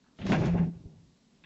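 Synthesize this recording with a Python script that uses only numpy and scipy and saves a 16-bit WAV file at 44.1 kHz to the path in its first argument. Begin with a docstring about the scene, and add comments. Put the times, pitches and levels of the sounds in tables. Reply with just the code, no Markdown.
"""A quiet room with a window pane, at which a cat scrabbles; a phone listens a couple of metres off.
Dragging pads keep a pane mode humming by stick and slip; soft blows thud as brief pushes on decaying modes.
Fur and pads scuff as dense random grains over rubbing noise; claws scratch as decaying bands of noise.
Behind it lie a faint hiss of drifting noise bands and a low flickering drone of the road through the glass,
which is noise through one broad resonance."""
import sys
import numpy as np
from scipy import signal
from scipy.fft import rfft, irfft
from scipy.io import wavfile
from scipy.ndimage import uniform_filter1d

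SR = 44100
rng = np.random.default_rng(int(sys.argv[2]) if len(sys.argv) > 2 else 0)


def unload_audio(sound):
    """Save the sound as a 16-bit wav file, at the path given as the first command line argument."""
    columns = np.transpose(np.atleast_2d(sound))
    # keep every value between -1 and 1, then stretch to whole-number steps
    steps = np.round(np.clip(columns, -1, 1) * 32767)
    wavfile.write(sys.argv[1], SR, steps.astype(np.int16))


def attenuation_scalar(level_db):
    """Turn a level in dB into a linear amplitude multiplier (20 dB per decade)."""
    decades = np.asarray(level_db, float) / 20
    return 10 ** decades


N = 63945  # length [samples]

# Modes of pane and frame, ringing freely: (frequency [Hz], relative level [dB], t60 [s])
PANE_MODES = [(55, -29.5, 0.59), (92, -7, 0.23), (124.3, -7, 0.11), (168, -4.5, 0.37), (232, -0.5, 0.11),
              (281, -24, 0.089), (388, -4.5, 0.22), (469, -15, 0.2), (586, -16, 0.12), (645, -9, 0.083),
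              (750, -12.5, 0.085), (844.7, -12.5, 0.21), (946, -15, 0.026), (1067, -16, 0.21),
              (1455, -24.5, 0.028), (1620, -13, 0.08), (2335, -30, 0.26), (2564, -13, 0.17),
              (2710, -24, 0.055), (3450, -19.5, 0.05)]


def unit(x):
    """Normalisation: scale to rms 1."""
    return x / np.sqrt(np.mean(x ** 2))


def colour(x, shape):
    """Spectral shaping: weight each frequency by a curve of (frequency [Hz], density [dB per Hz]); rms 1."""
    hz, db = np.array(shape, float).T
    f = np.maximum(np.arange(N // 2 + 1) * SR / N, 1)
    gain_db = np.interp(np.log(f), np.log(hz), db, left=-80, right=-80)
    return unit(irfft(rfft(x) * attenuation_scalar(gain_db), N))


def band(x, hz, width_hz):
    """Resonance: a second-order peak passes a band around its centre."""
    return signal.lfilter(*signal.iirpeak(hz, hz / width_hz, fs=SR), x)


def walk(rate):
    """Slow random modulation: Gaussian levels held 1 / rate s, then smoothed twice."""
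    hold = int(SR / rate)
    steps = np.repeat(rng.standard_normal(N // hold + 1), hold)
    return 1.83 * uniform_filter1d(uniform_filter1d(steps, hold), hold)[:N]


def column(table, index):
    """Linear interpolation of one column over time, per sample; end values hold outside the span."""
    rows = np.array(table, float)
    return np.interp(np.arange(N) / SR, rows[:, 0], rows[:, index])


def fade(table):
    """Gating: on only within the time span of a curve, with linear ramps at both ends."""
    t = np.arange(N) / SR
    rise = np.clip((t - table[0][0]) / 0.0089, 0, 1)
    fall = np.clip((table[-1][0] - t) / 0.095, 0, 1)
    return rise * fall


def room():
    """Filtered noise: hiss whose bands drift a little, and a low resonance whose level flickers."""
    # Spectrum of the hiss: (frequency [Hz], density [dB per Hz])
    hiss_shape = [(15, -51), (25, -5.5), (119, -13), (258, 0.5), (336, -21.5), (482, -16.5), (819, -24.5),
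                  (923, -22), (1170, -25), (1290, -27.5), (4100, -21.5), (7860, -25.5), (10200, -62.5),
                  (17300, -120)]
    hiss_db, drift_db = -68, 0.8
    drone_hz, drone_width_hz, drone_db = 210, 84, -70

    drone = unit(band(rng.standard_normal(N), drone_hz, drone_width_hz))
    drone = drone * attenuation_scalar(drone_db + 1.1 * walk(9.4))
    white = 0
    for f in 30 * 2 ** np.arange(0, 8.4, .5):  # half-octave steps
        white = white + band(rng.standard_normal(N), f, f / 3) * attenuation_scalar(drift_db * walk(9))
    return colour(white, hiss_shape) * attenuation_scalar(hiss_db) + drone


def claws():
    """Scratching friction: claw on glass gives band-limited noise that chatters and decays exponentially."""
    # Scratches: (time [s], initial level [dB], centre [Hz], width [Hz], t60 [s])
    scratches = [(0.041, -71.5, 1230, 1100, 0.75), (0.1867, -54, 2170, 3000, 0.42),
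                 (0.216, -51, 2450, 2600, 0.6), (0.265, -43, 3920, 4480, 0.1),
                 (0.304, -50.5, 5120, 3550, 0.071), (0.3203, -25.5, 1812, 1990, 0.061),
                 (0.453, -53, 4980, 4020, 0.09), (1.4374, -56.5, 2615, 2140, 0.27)]
    chatter_db, chatter_hz = 1.5, 600  # a claw catches and slips

    t, out = np.arange(N) / SR, 0
    for s, db, hz, width_hz, t60 in scratches:
        age = np.maximum(t - s, 0)
        edges = [max(hz - width_hz / 2, 100), hz + width_hz / 2]
        bandpass = signal.butter(5, edges, "band", fs=SR, output="sos")
        noise = unit(signal.sosfilt(bandpass, rng.standard_normal(N)))
        envelope = np.minimum(age / .0006, 1) * np.exp(-np.log(1000) * age / t60)
        out = out + attenuation_scalar(db + chatter_db * walk(chatter_hz)) * noise * envelope
    return out


def blows():
    """Modal impact: a push convolved with the modes; longer contact rings only low modes and damps them."""
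    # Pad and claw blows: (time [s], peak level [dB], contact [ms], favoured mode frequency at this spot [Hz])
    impacts = [(.188, -41, 2.1, 189), (.205, -30, 4, 111), (.256, -30.5, 2.75, 360), (.305, -22.5, 3, 140),
               (.312, -20.5, 2.9, 232), (.317, -26.5, 1.3, 232), (.3205, -24.5, 0.37, 1900),
               (.33, -25, 0.45, 647), (0.406, -40, 3.6, 150), (.418, -24.5, 0.67, 830),
               (0.438, -41.5, 0.32, 1450), (.446, -26.5, 0.83, 645), (0.539, -18, 3.1, 140),
               (0.544, -23, 1.63, 388), (.556, -23.5, 0.73, 645), (0.593, -23, 4.63, 168),
               (.6245, -35.5, 0.71, 750), (0.855, -33, 4.2, 93), (1.341, -56, 1.8, 232),
               (1.4, -57.5, 2.3, 232), (1.4385, -53.5, 0.11, 2550), (1.4392, -47, 0.29, 3450),
               (1.44, -56, 0.35, 1620), (1.443, -50, 1.7, 195)]
    pad_damp_ms = 3.8  # contact that halves the ring
    spot_db_per_oct, level_spread_db = -10, 1.7
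    detune = 0.013  # relative spread of mode pitch from blow to blow

    t, out = np.arange(SR // 2) / SR, np.zeros(N)
    for s, db, ms, spot_hz in impacts:
        damping = 1 + (ms / pad_damp_ms) ** 2
        ring = 0
        for f, mode_db, t60 in PANE_MODES:
            level_db = mode_db + level_spread_db * rng.standard_normal()
            level_db += spot_db_per_oct * abs(np.log2(f / spot_hz))
            tone = np.sin(2 * np.pi * f * (1 + detune * rng.standard_normal()) * t)
            ring = ring + attenuation_scalar(level_db) * tone * np.exp(-np.log(1000) * t * damping / t60)
        push = np.sin(np.pi * np.clip(t[:600] / (ms / 1000), 0, 1)) ** 2
        start = int(s * SR)
        thud = np.convolve(ring, push)[:N - start]
        out[start:start + len(thud)] += attenuation_scalar(db) * thud / np.abs(thud).max()
    return out


def scuff():
    """Granular friction: dense tiny contacts of fur and pads over rubbing noise, which also rings the pane."""
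    # Levels: (time [s], rumble [dB], low body [dB], upper body [dB], scrape [dB], treble [dB])
    levels = [(.15, -71, -89, -84, -80, -92.5), (.172, -75, -77, -96, -83, -74),
              (.192, -61.5, -50.5, -53, -70, -66), (.214, -33, -48, -54.5, -63, -61),
              (.244, -54, -47.5, -54.5, -63.5, -65), (.258, -48, -29, -43.5, -59, -53.5),
              (.268, -38, -37, -42.5, -42.5, -53.5), (.282, -41.5, -39.5, -52, -47.5, -53.5),
              (.3, -34, -29.5, -38, -41, -45.5), (.317, -27.5, -30.5, -34.5, -40, -43),
              (.335, -32, -23.5, -25, -34, -45.5), (.372, -47, -36.5, -37.5, -43, -56),
              (.392, -30.5, -32, -41, -46.5, -54.5), (.444, -34.5, -33, -35, -44, -54.5),
              (.458, -31.5, -31, -43.5, -44.5, -49), (.484, -32.5, -34, -41.5, -45, -54),
              (.522, -36.5, -53, -51, -54, -64.5), (.55, -28.5, -29.5, -39, -53.5, -65.5),
              (.59, -42, -40.5, -42, -47, -67), (.612, -35, -32, -43.5, -54, -66.5),
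              (.65, -45, -42.5, -52, -60, -73), (.68, -40, -42, -54.5, -69, -78.5),
              (.712, -63.5, -53, -71, -77.5, -87), (.768, -47, -60, -68, -77.5, -89),
              (.825, -54.5, -61, -77, -81, -84.5), (.858, -60, -53.5, -69, -99, -100),
              (.9, -59.5, -58, -70, -100, -83), (.98, -55.5, -65.5, -78, -98, -98),
              (1.03, -64, -72.5, -98, -108, -99), (1.22, -75, -80, -90, -102, -99)]
    # Colour of each band: (frequency [Hz], density [dB per Hz])
    rumble = [(25, -31), (40, -21), (60, -0.5), (75, -8.5), (95, -1), (130, -3.5), (150, 0)]
    low_body = [(190, 8), (230, -1), (310, -2), (390, -3.5), (460, -11.5), (520, -24)]
    upper_body = [(420, -21), (500, 1.5), (620, -1), (820, -4.5), (950, -9.5), (1080, -23.5)]
    scrape = [(850, -17.5), (1050, -3.5), (1250, -4.5), (1550, -4.5), (2100, -5), (2800, -9.5), (3100, -22),
              (3600, -15)]
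    treble = [(2800, -1.5), (3400, 0.5), (4500, -3), (5800, -5.5), (7000, -8.5), (7900, -23.5),
              (8400, -43.5)]
    grains_per_s, grain_spread_db = 1500, 2
    ringing_db, flicker_db = -11, 1

    out = 0
    for k, shape in enumerate((rumble, low_body, upper_body, scrape, treble)):
        hits = rng.random(N) < grains_per_s / SR
        strength = rng.standard_normal(N) * attenuation_scalar(grain_spread_db * rng.exponential(size=N))
        rub = unit(hits * strength) * 0.46 + rng.standard_normal(N)
        rings = 0
        for f, _, t60 in PANE_MODES:
            rubbed_t60 = min(t60, .15)
            rings = rings + band(rub, f, 2.7 / rubbed_t60) * np.sqrt(rubbed_t60)
        mix = colour(rub, shape)
        if 0 < k < 4:  # the pane rings in the three middle bands
            mix = mix + attenuation_scalar(ringing_db) * colour(rings, shape)
        out = out + unit(mix) * attenuation_scalar(column(levels, index=k + 1) + flicker_db * walk(40))
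    return out * fade(levels)


def hum():
    """Stick-slip oscillation: dragging pads keep a low pane mode near 168 Hz going, a little rough."""
    # Course of the hum: (time [s], pitch [Hz], level [dB])
    course = [(0.16, 177.8, -76), (0.182, 183.3, -56), (0.208, 207, -45), (0.226, 205, -58),
              (0.244, 200.3, -30.5), (0.258, 196.7, -41), (0.284, 177.5, -43), (0.312, 174, -18.5),
              (0.322, 183.4, -45.5), (0.338, 171.2, -38.5), (0.364, 158.7, -26), (0.408, 158.3, -29),
              (0.434, 170.4, -28.5), (0.468, 166.8, -46.5), (0.476, 169.9, -27.5), (0.562, 171.2, -24.5),
              (0.59, 171.9, -35.5), (0.598, 171.7, -24.5), (0.654, 165, -27.5), (0.712, 170, -40),
              (0.832, 168.9, -57.5), (0.842, 168.6, -51.5), (0.892, 167, -57.5), (0.926, 147, -57.5),
              (0.95, 170.3, -57.5), (1.08, 161, -67), (1.188, 186.3, -64), (1.2, 209, -64)]
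    waver_db, rough_db, rough_hz = 0.3, -17, 40.67

    phase = 2 * np.pi * np.cumsum(column(course, index=1)) / SR
    rough = walk(rough_hz) * np.sin(phase) + walk(rough_hz) * np.cos(phase)
    tone = np.sqrt(2) * (np.sin(phase) + attenuation_scalar(rough_db) * rough)
    return tone * attenuation_scalar(column(course, index=2) + waver_db * walk(17)) * fade(course)


def scene():
    """Superposition: the sources add at one microphone, which feeds both channels."""
    mid = room() + claws() + blows() + scuff() + hum()
    return np.array([mid, mid])


def low_pass(x):
    """Removes everything above the highest recorded frequency."""
    return signal.sosfilt(signal.butter(12, 8010, fs=SR, output="sos"), x)


def record(dry):
    """Saturation and band limiting: the phone rounds off the loudest swings and cuts both spectral ends."""
    ceiling = 0.13  # amplitude that the rounded swings approach
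    x = dry / (1 + np.abs(dry / ceiling) ** 4) ** .25
    x = signal.sosfilt(signal.butter(2, 30, "high", fs=SR, output="sos"), x)
    x = signal.sosfilt(signal.ellip(8, .3, 50, 7920, fs=SR, output="sos"), x)
    return low_pass(x)


dry = scene()
out = record(dry)
unload_audio(out)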